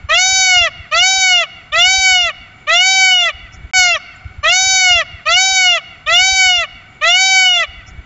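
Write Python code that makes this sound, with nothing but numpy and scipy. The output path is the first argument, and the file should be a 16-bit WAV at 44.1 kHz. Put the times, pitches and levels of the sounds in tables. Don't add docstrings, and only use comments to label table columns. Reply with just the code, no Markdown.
import sys
import numpy as np
from scipy import signal
from scipy.io import wavfile
from scipy.ndimage import uniform_filter1d, minimum_filter1d

SR = 44100
rng = np.random.default_rng(int(sys.argv[2]) if len(sys.argv) > 2 else 0)


def undo_db(level):
    steps = np.asarray(level, float) / 20
    return 10 ** steps


def int16_out(signal):
    q = np.round(np.clip(np.atleast_2d(signal).T, -1, 1) * 32767)
    wavfile.write(sys.argv[1], SR, q.astype(np.int16))


N = 355181
JOIN = 3.7345
EDGE_HZ = 7640


def evened(x):
    return x / np.sqrt(np.mean(x ** 2) + 1e-20)


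def read(points, hz):
    f, value = np.transpose(points)
    return np.interp(np.log(hz + 1), np.log(f + 1), value)


def add(mix, s, sound):
    part = mix[round(s * SR):][:len(sound)]
    part += sound[:len(part)]


def drift(shape, size):
    return evened(uniform_filter1d(uniform_filter1d(rng.standard_normal(shape), size), size))


# (pitch [Hz], brightness [dB], low weight [dB])
TENSION = [(604, -11.5, -0.5), (607, -15.5, -5.5), (673, -1, 2), (706.6, 6, 1.5), (741, 9, 0.5),
           (759, 9.5, 0.5), (757, 11.5, 2)]
POSTURE_AT = [.13, .42, .62, .88]
CLIMB_HZ, CLIMB_S = 171, .075
STEP_HZ, STEP_BEND = 27.98, 4.9
SAG_HZ, SAG_S, SAG_BEND = 127, 0.15, 1.2
DROP_HZ, DROP_S = 165, .011
TIRE_DB_PER_S, MIDDLE_S = -2, 5.62


def phrase(start, length, aim_hz, opened, posture, effort):
    t = np.linspace(0, length, num=200)
    left = length - t
    climb = CLIMB_HZ * np.exp(-t / CLIMB_S)
    step = STEP_HZ * np.exp(-(t / opened) ** STEP_BEND)
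    sag = SAG_HZ * np.exp(-(left / SAG_S) ** SAG_BEND)
    drop = DROP_HZ * np.exp(-left / DROP_S)
    hz = aim_hz - climb - step - sag - drop
    pitch, *laws = np.transpose(TENSION)
    bright_db, low_db = (np.interp(hz, pitch, law) for law in laws)
    *shifts, posture_bright_db = posture
    shift = np.interp(t / length, POSTURE_AT, shifts)
    tired_db = TIRE_DB_PER_S * (start + t - MIDDLE_S)
    effort_db = np.interp(start + t, *np.transpose(effort))
    bright_db = bright_db + posture_bright_db + tired_db
    return np.transpose([start + t, effort_db, hz, shift, bright_db, low_db + .5 * tired_db])


# (centre [Hz], width [Hz], level [dB])
NECK = [(687, 244, -21), (1231, 223, -16), (1472, 61, -21.5), (1975, 230, -14.5), (2222, 98, -9),
        (2507, 29, -7), (2838.4, 113, -5.5), (3422, 143, -13), (3795, 110, -20), (3986, 190, -23.5),
        (4460, 294, -24.5), (4968, 110, -30.5), (5160, 340, -32), (5580, 200, -24), (6050, 230, -26.5),
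        (6724, 446, -29), (7355, 260, -33.5)]


def neck_gain(hz):
    power = sum(undo_db(2 * db) / (1 + (2 * (hz - f) / w) ** 2) ** 1.5 for f, w, db in NECK)
    return np.sqrt(power)


# (pitch [Hz], roughness at the sixth harmonic [0-1])
RASP = [(540, .5), (640, .32), (700, .15), (735, .035), (760, .004)]


def harmonic_colour(k, effort_db, hz, shift, bright_db, low_db):
    colour = neck_gain(k * hz / shift) * (k * hz < EDGE_HZ + 300)
    upper_db = bright_db * np.clip((k - 4) / 3, 0, 1)
    colour *= undo_db(upper_db + low_db * (k < 3) + 1.2 * drift(colour.shape, size=20))
    colour *= undo_db(11 * read(RASP, hz) * (k > 4) * drift(colour.shape, size=9))
    colour *= undo_db(effort_db) / np.sqrt((colour ** 2).sum(0) / 2)
    return colour * undo_db(0.44 * drift(len(hz), size=30))


def fold_flutter(k, t, pitch_hz):
    rough = read(RASP, pitch_hz) * (k / 6) ** 1.8
    falling = (t > t[pitch_hz.argmax()]) * np.clip((pitch_hz - 620) / 60, 0, 1)
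    rough *= .85 - .55 * falling
    skirt = drift(rough.shape, size=56) + 1j * drift(rough.shape, size=56)
    return (1 + rough * skirt) / np.sqrt(1 + 2 * rough ** 2)


# (frequency [Hz], lag [turns])
LAG = [(700, .33), (1500, .28), (2300, .62), (3000, .8), (3800, .92)]


def scream(rows):
    first, last = rows[0], rows[-1]
    catch = (first[0] - .003, first[1] - 12, *first[2:])
    die_away = (last[0] + .006, last[1] - 9, *last[2:])
    s, *columns = np.transpose([catch, *rows, die_away])
    columns[1] = np.maximum(columns[1], 575)
    t = np.arange(s[0], s[-1], 1 / SR)
    k = np.arange(1, 14)[:, None]
    slow = t[::32]
    controls = [uniform_filter1d(np.interp(slow, s, c), size=9, mode="nearest") for c in columns]
    colour = np.array([np.interp(t, slow, c) for c in harmonic_colour(k, *controls)])
    pitch_hz = np.interp(t, slow, uniform_filter1d(controls[1], size=5, mode="nearest"))
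    flutter = fold_flutter(k, t, pitch_hz)
    spread = np.clip((pitch_hz - 620) / 120, .2, 1)
    lag = .5 + (read(LAG, k * pitch_hz) - .5) * spread
    turns = k * np.cumsum(pitch_hz) / SR - lag
    wave = (colour * flutter * np.exp(2j * np.pi * turns)).real.sum(0)
    edge = np.clip(np.minimum((t - s[0]) / 0.0029, (s[-1] - t) / 0.0028), 0, 1)
    return s[0], wave * edge


# (start [s], length [s], aimed pitch [Hz], beak fully open after [s])
CALLS = [
    (3.406, .571, 776.7, .1),
    (4.431, .601, 775.2, .089),
    (5.256, .538, 783.7, .115),
    (6.063, .593, 778.3, .147),
    (7.012, .641, 774.7, .157),
]
# (climb, crest, descent, end [resonance shift factor], brightness [dB])
POSTURE = [
    (1.1, 1.01, 1.015, .955, 0),
    (.985, 1.0, 1.003, .986, 0.029),
    (1.016, .995, 1.008, .995, 0),
    (1.015, 1.005, 1.0203, 0.996, 0.025),
    (1.0133, 1.008, 1.0225, 1.0147, 0),
]
# (time [s], effort [dB])
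EFFORT = [
    [(3.76, -6), (3.848, -8.5), (3.962, -14), (3.975, -25.5)],
    [(4.432, -27.5), (4.44, -15), (4.454, -9), (4.486, -8.5), (4.658, -11.5), (4.936, -7.5), (5.016, -14),
     (5.031, -28)],
    [(5.258, -27), (5.27, -11), (5.352, -7), (5.386, -9), (5.538, -12.5), (5.578, -8.5), (5.722, -9),
     (5.78, -16), (5.794, -29)],
    [(6.064, -26), (6.072, -17.5), (6.09, -11), (6.164, -6.5), (6.346, -12), (6.412, -7), (6.562, -11),
     (6.636, -16), (6.655, -27.5)],
    [(7.013, -25), (7.021, -17), (7.043, -8.5), (7.109, -7.5), (7.289, -10.5), (7.389, -6.5),
     (7.611, -12.5), (7.635, -14.5), (7.652, -24)],
]


def peacock():
    out = np.zeros(N)
    for row, posture, effort in zip(CALLS, POSTURE, EFFORT):
        add(out, *scream(phrase(*row, posture, effort)))
    return out


def taps(t60_of, start):
    train = np.zeros(2 * SR)
    at = np.arange(round(start * SR), 2 * SR - 20, 20)
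    train[at + rng.integers(0, 20, len(at))] = rng.choice([-1., 1.], len(at))
    hz, t, z = signal.stft(train, SR, nperseg=128)
    decay = undo_db(-60 * t / read(t60_of, hz)[:, None])
    tail = signal.istft(z * decay, SR, nperseg=128)[1]
    return tail / np.linalg.norm(tail)


# (delay [s], level [dB])
WALLS = [
    (.012, -24),
    (.182, -27),
    (.25, -39),
]
# (frequency [Hz], t60 [s])
TREES = [(500, 1.6), (1500, 3.7), (3000, 1.13), (4500, 1.35), (8000, 0.1)]
SHRUBS_DB, SHRUBS_T60 = -18, .065
TREES_DB = -32
FAR_DUCK_DB = -9


def garden(x, calling):
    shrubs = undo_db(SHRUBS_DB) * taps([(500, SHRUBS_T60), (8000, SHRUBS_T60)], 0.0023)[:SR // 4]
    echo = np.zeros(N)
    for delay, db in WALLS:
        add(echo, delay, undo_db(db) * x)
    dull = signal.butter(3, [1000, 3000], "band", fs=SR, output="sos")
    echo = signal.sosfilt(dull, echo)
    haze = signal.fftconvolve(x, undo_db(TREES_DB) * taps(TREES, 0.033))[:N]
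    return undo_db(FAR_DUCK_DB * calling) * (echo + haze) + signal.fftconvolve(x, shrubs)[:N]


def noise(spectrum, patchy_db):
    before = round(JOIN * SR) - 4096
    frames, hz = (N - before) // 256 + 5, np.fft.rfftfreq(1024, 1 / SR)
    a, b, patches = rng.standard_normal((frames, 513, 3)).T
    patches = evened(uniform_filter1d(uniform_filter1d(patches, size=8, axis=0), size=8, axis=1))
    z = (a + 1j * b) * undo_db(read(spectrum, hz)[:, None] + patchy_db * patches)
    z[hz > spectrum[-1][0] + 200] = 0
    hiss = signal.istft(z, nperseg=1024, noverlap=768)[1]
    return np.r_[np.zeros(before), evened(hiss[:N - before])]


# (time [s], level [dB])
GUSTS = [(3.74, -45), (4.0, -56), (4.35, -46), (4.64, -51), (5.16, -44), (5.44, -56), (5.74, -59),
         (6.2, -44), (6.51, -53), (6.68, -48.5), (6.94, -49), (7.08, -55), (7.29, -56.5), (7.53, -55.5),
         (7.92, -39), (8.05, -41.5)]
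# (frequency [Hz], density [dB per Hz])
WIND = [(15, -47.5), (28, -19), (40, -7), (62, 3), (100, -8.5), (150, -19.5), (220, -31)]
# (time [s], peak level [dB], frequency [Hz])
THUMPS = [(3.789, -27, 66.8), (3.894, -37, 72), (3.95, -33, 78), (4.258, -19, 81), (4.309, -33, 79.8),
          (4.388, -20, 75), (4.455, -33, 57.6), (4.67, -28, 75.4), (4.911, -26.5, 87), (4.957, -23, 73.6),
          (5.144, -25.5, 76), (5.29, -39, 69), (5.352, -31, 75), (5.522, -33.5, 61.6), (6.067, -32.5, 55),
          (6.126, -30.5, 99), (6.221, -26, 67), (6.327, -23.5, 59.3), (6.465, -28.5, 64), (6.518, -33, 80),
          (6.585, -27, 65), (6.741, -37, 48), (7.69, -28, 58.6), (7.781, -28.5, 56), (7.921, -30, 52.7),
          (7.989, -21.5, 62.5)]


def wind():
    s, gust_db = np.transpose(GUSTS)
    level_db = np.interp(np.arange(N) / SR, s, gust_db) + 2.9 * drift(N, size=700) + 2.0
    out = undo_db(level_db) * noise(WIND, 3.1)
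    for s, db, hz in THUMPS:
        turns = np.arange(-1.2 * SR / hz, 1.2 * SR / hz) / SR * hz
        pop = np.cos(2 * np.pi * turns) * np.exp(-(turns / 0.67) ** 2)
        add(out, s - 0.95 / hz, undo_db(db) * pop)
    return out


# (time [s], length [s], centre [Hz], width [Hz], level [dB])
CHIRPS = [
    (4.14, 0.057, 7160, 250, -57),
    (6.87, 0.13, 7100, 250, -62),
    (7.855, 0.059, 5630, 500, -47.5),
    (7.856, 0.068, 6750, 500, -53),
]


def birds():
    out = np.zeros(N)
    for s, length, hz, width, db in CHIRPS:
        t = np.arange(0, length, 1 / SR)
        fuzz = drift(len(t), size=int(SR / width / 2)) * np.sin(2 * np.pi * hz * t)
        add(out, s, undo_db(db) * evened(fuzz) * np.hanning(len(t)))
    return out


# (frequency [Hz], density [dB per Hz])
AIR = [(40, -7), (120, 7), (250, -1.5), (500, -10.5), (1000, -8), (2000, -7), (3500, -15.5), (5000, -28),
       (7500, -24)]
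AIR_DB, DUCK_DB = -47, -4.5


def garden_air(calling):
    return undo_db(AIR_DB + DUCK_DB * calling) * noise(AIR, 1.2)


def scene():
    bird = peacock()
    calling = np.clip(uniform_filter1d(abs(bird), size=3000) / .1, 0, 1)
    mono = bird + garden(bird, calling) + wind() + garden_air(calling) + birds()
    return np.array([mono, mono])


MASK_DB, MASK_BINS = -45.5, 19


def masked(x):
    hz, _, z = signal.stft(x, SR, nperseg=1024, noverlap=768)
    level = uniform_filter1d(abs(z), size=3, axis=0)
    peak = -minimum_filter1d(-level, size=MASK_BINS, axis=0)
    kept = (level > undo_db(MASK_DB) * peak) | (hz < 560)[:, None]
    z *= np.where(kept, 1, .12)
    valley = minimum_filter1d(uniform_filter1d(abs(z), size=5, axis=0), size=MASK_BINS, axis=0)
    noisy = (valley > undo_db(-17) * peak) & (hz > 4000)[:, None]
    side = undo_db(2) * valley * noisy * np.exp(2j * np.pi * rng.random(z.shape))
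    both = np.array([z + side, z - side])
    return signal.istft(both, SR, nperseg=1024, noverlap=768)[1][:, :len(x)]


def top_cut(x):
    return signal.sosfilt(signal.butter(12, 8180, fs=SR, output="sos"), x)


LOOP = 191488


def record(dry):
    join, early = round(JOIN * SR), 2048
    overloaded = np.tanh(dry[0, join - early:] / 1.18) * 1.18
    passage = masked(overloaded)
    band_limit = signal.firwin(801, EDGE_HZ, window=("kaiser", 9), fs=SR)
    passage = signal.oaconvolve(passage, band_limit[None], "same")
    high = signal.butter(2, 3200, "high", fs=SR, output="sos")
    treble = signal.sosfiltfilt(high, passage[:, :2 * early])
    passage[:, early:2 * early] -= np.linspace(.8, 0, early) * treble[:, early:]
    out = np.zeros((2, N))
    out[:, join:] = passage[:, early:]
    out[:, join:join + 900] *= np.linspace(.55, 1, 900)
    out[:, :N - LOOP] = out[:, LOOP:]
    return top_cut(np.clip(out, -1, 1))


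dry = scene()
out = record(dry)
int16_out(out)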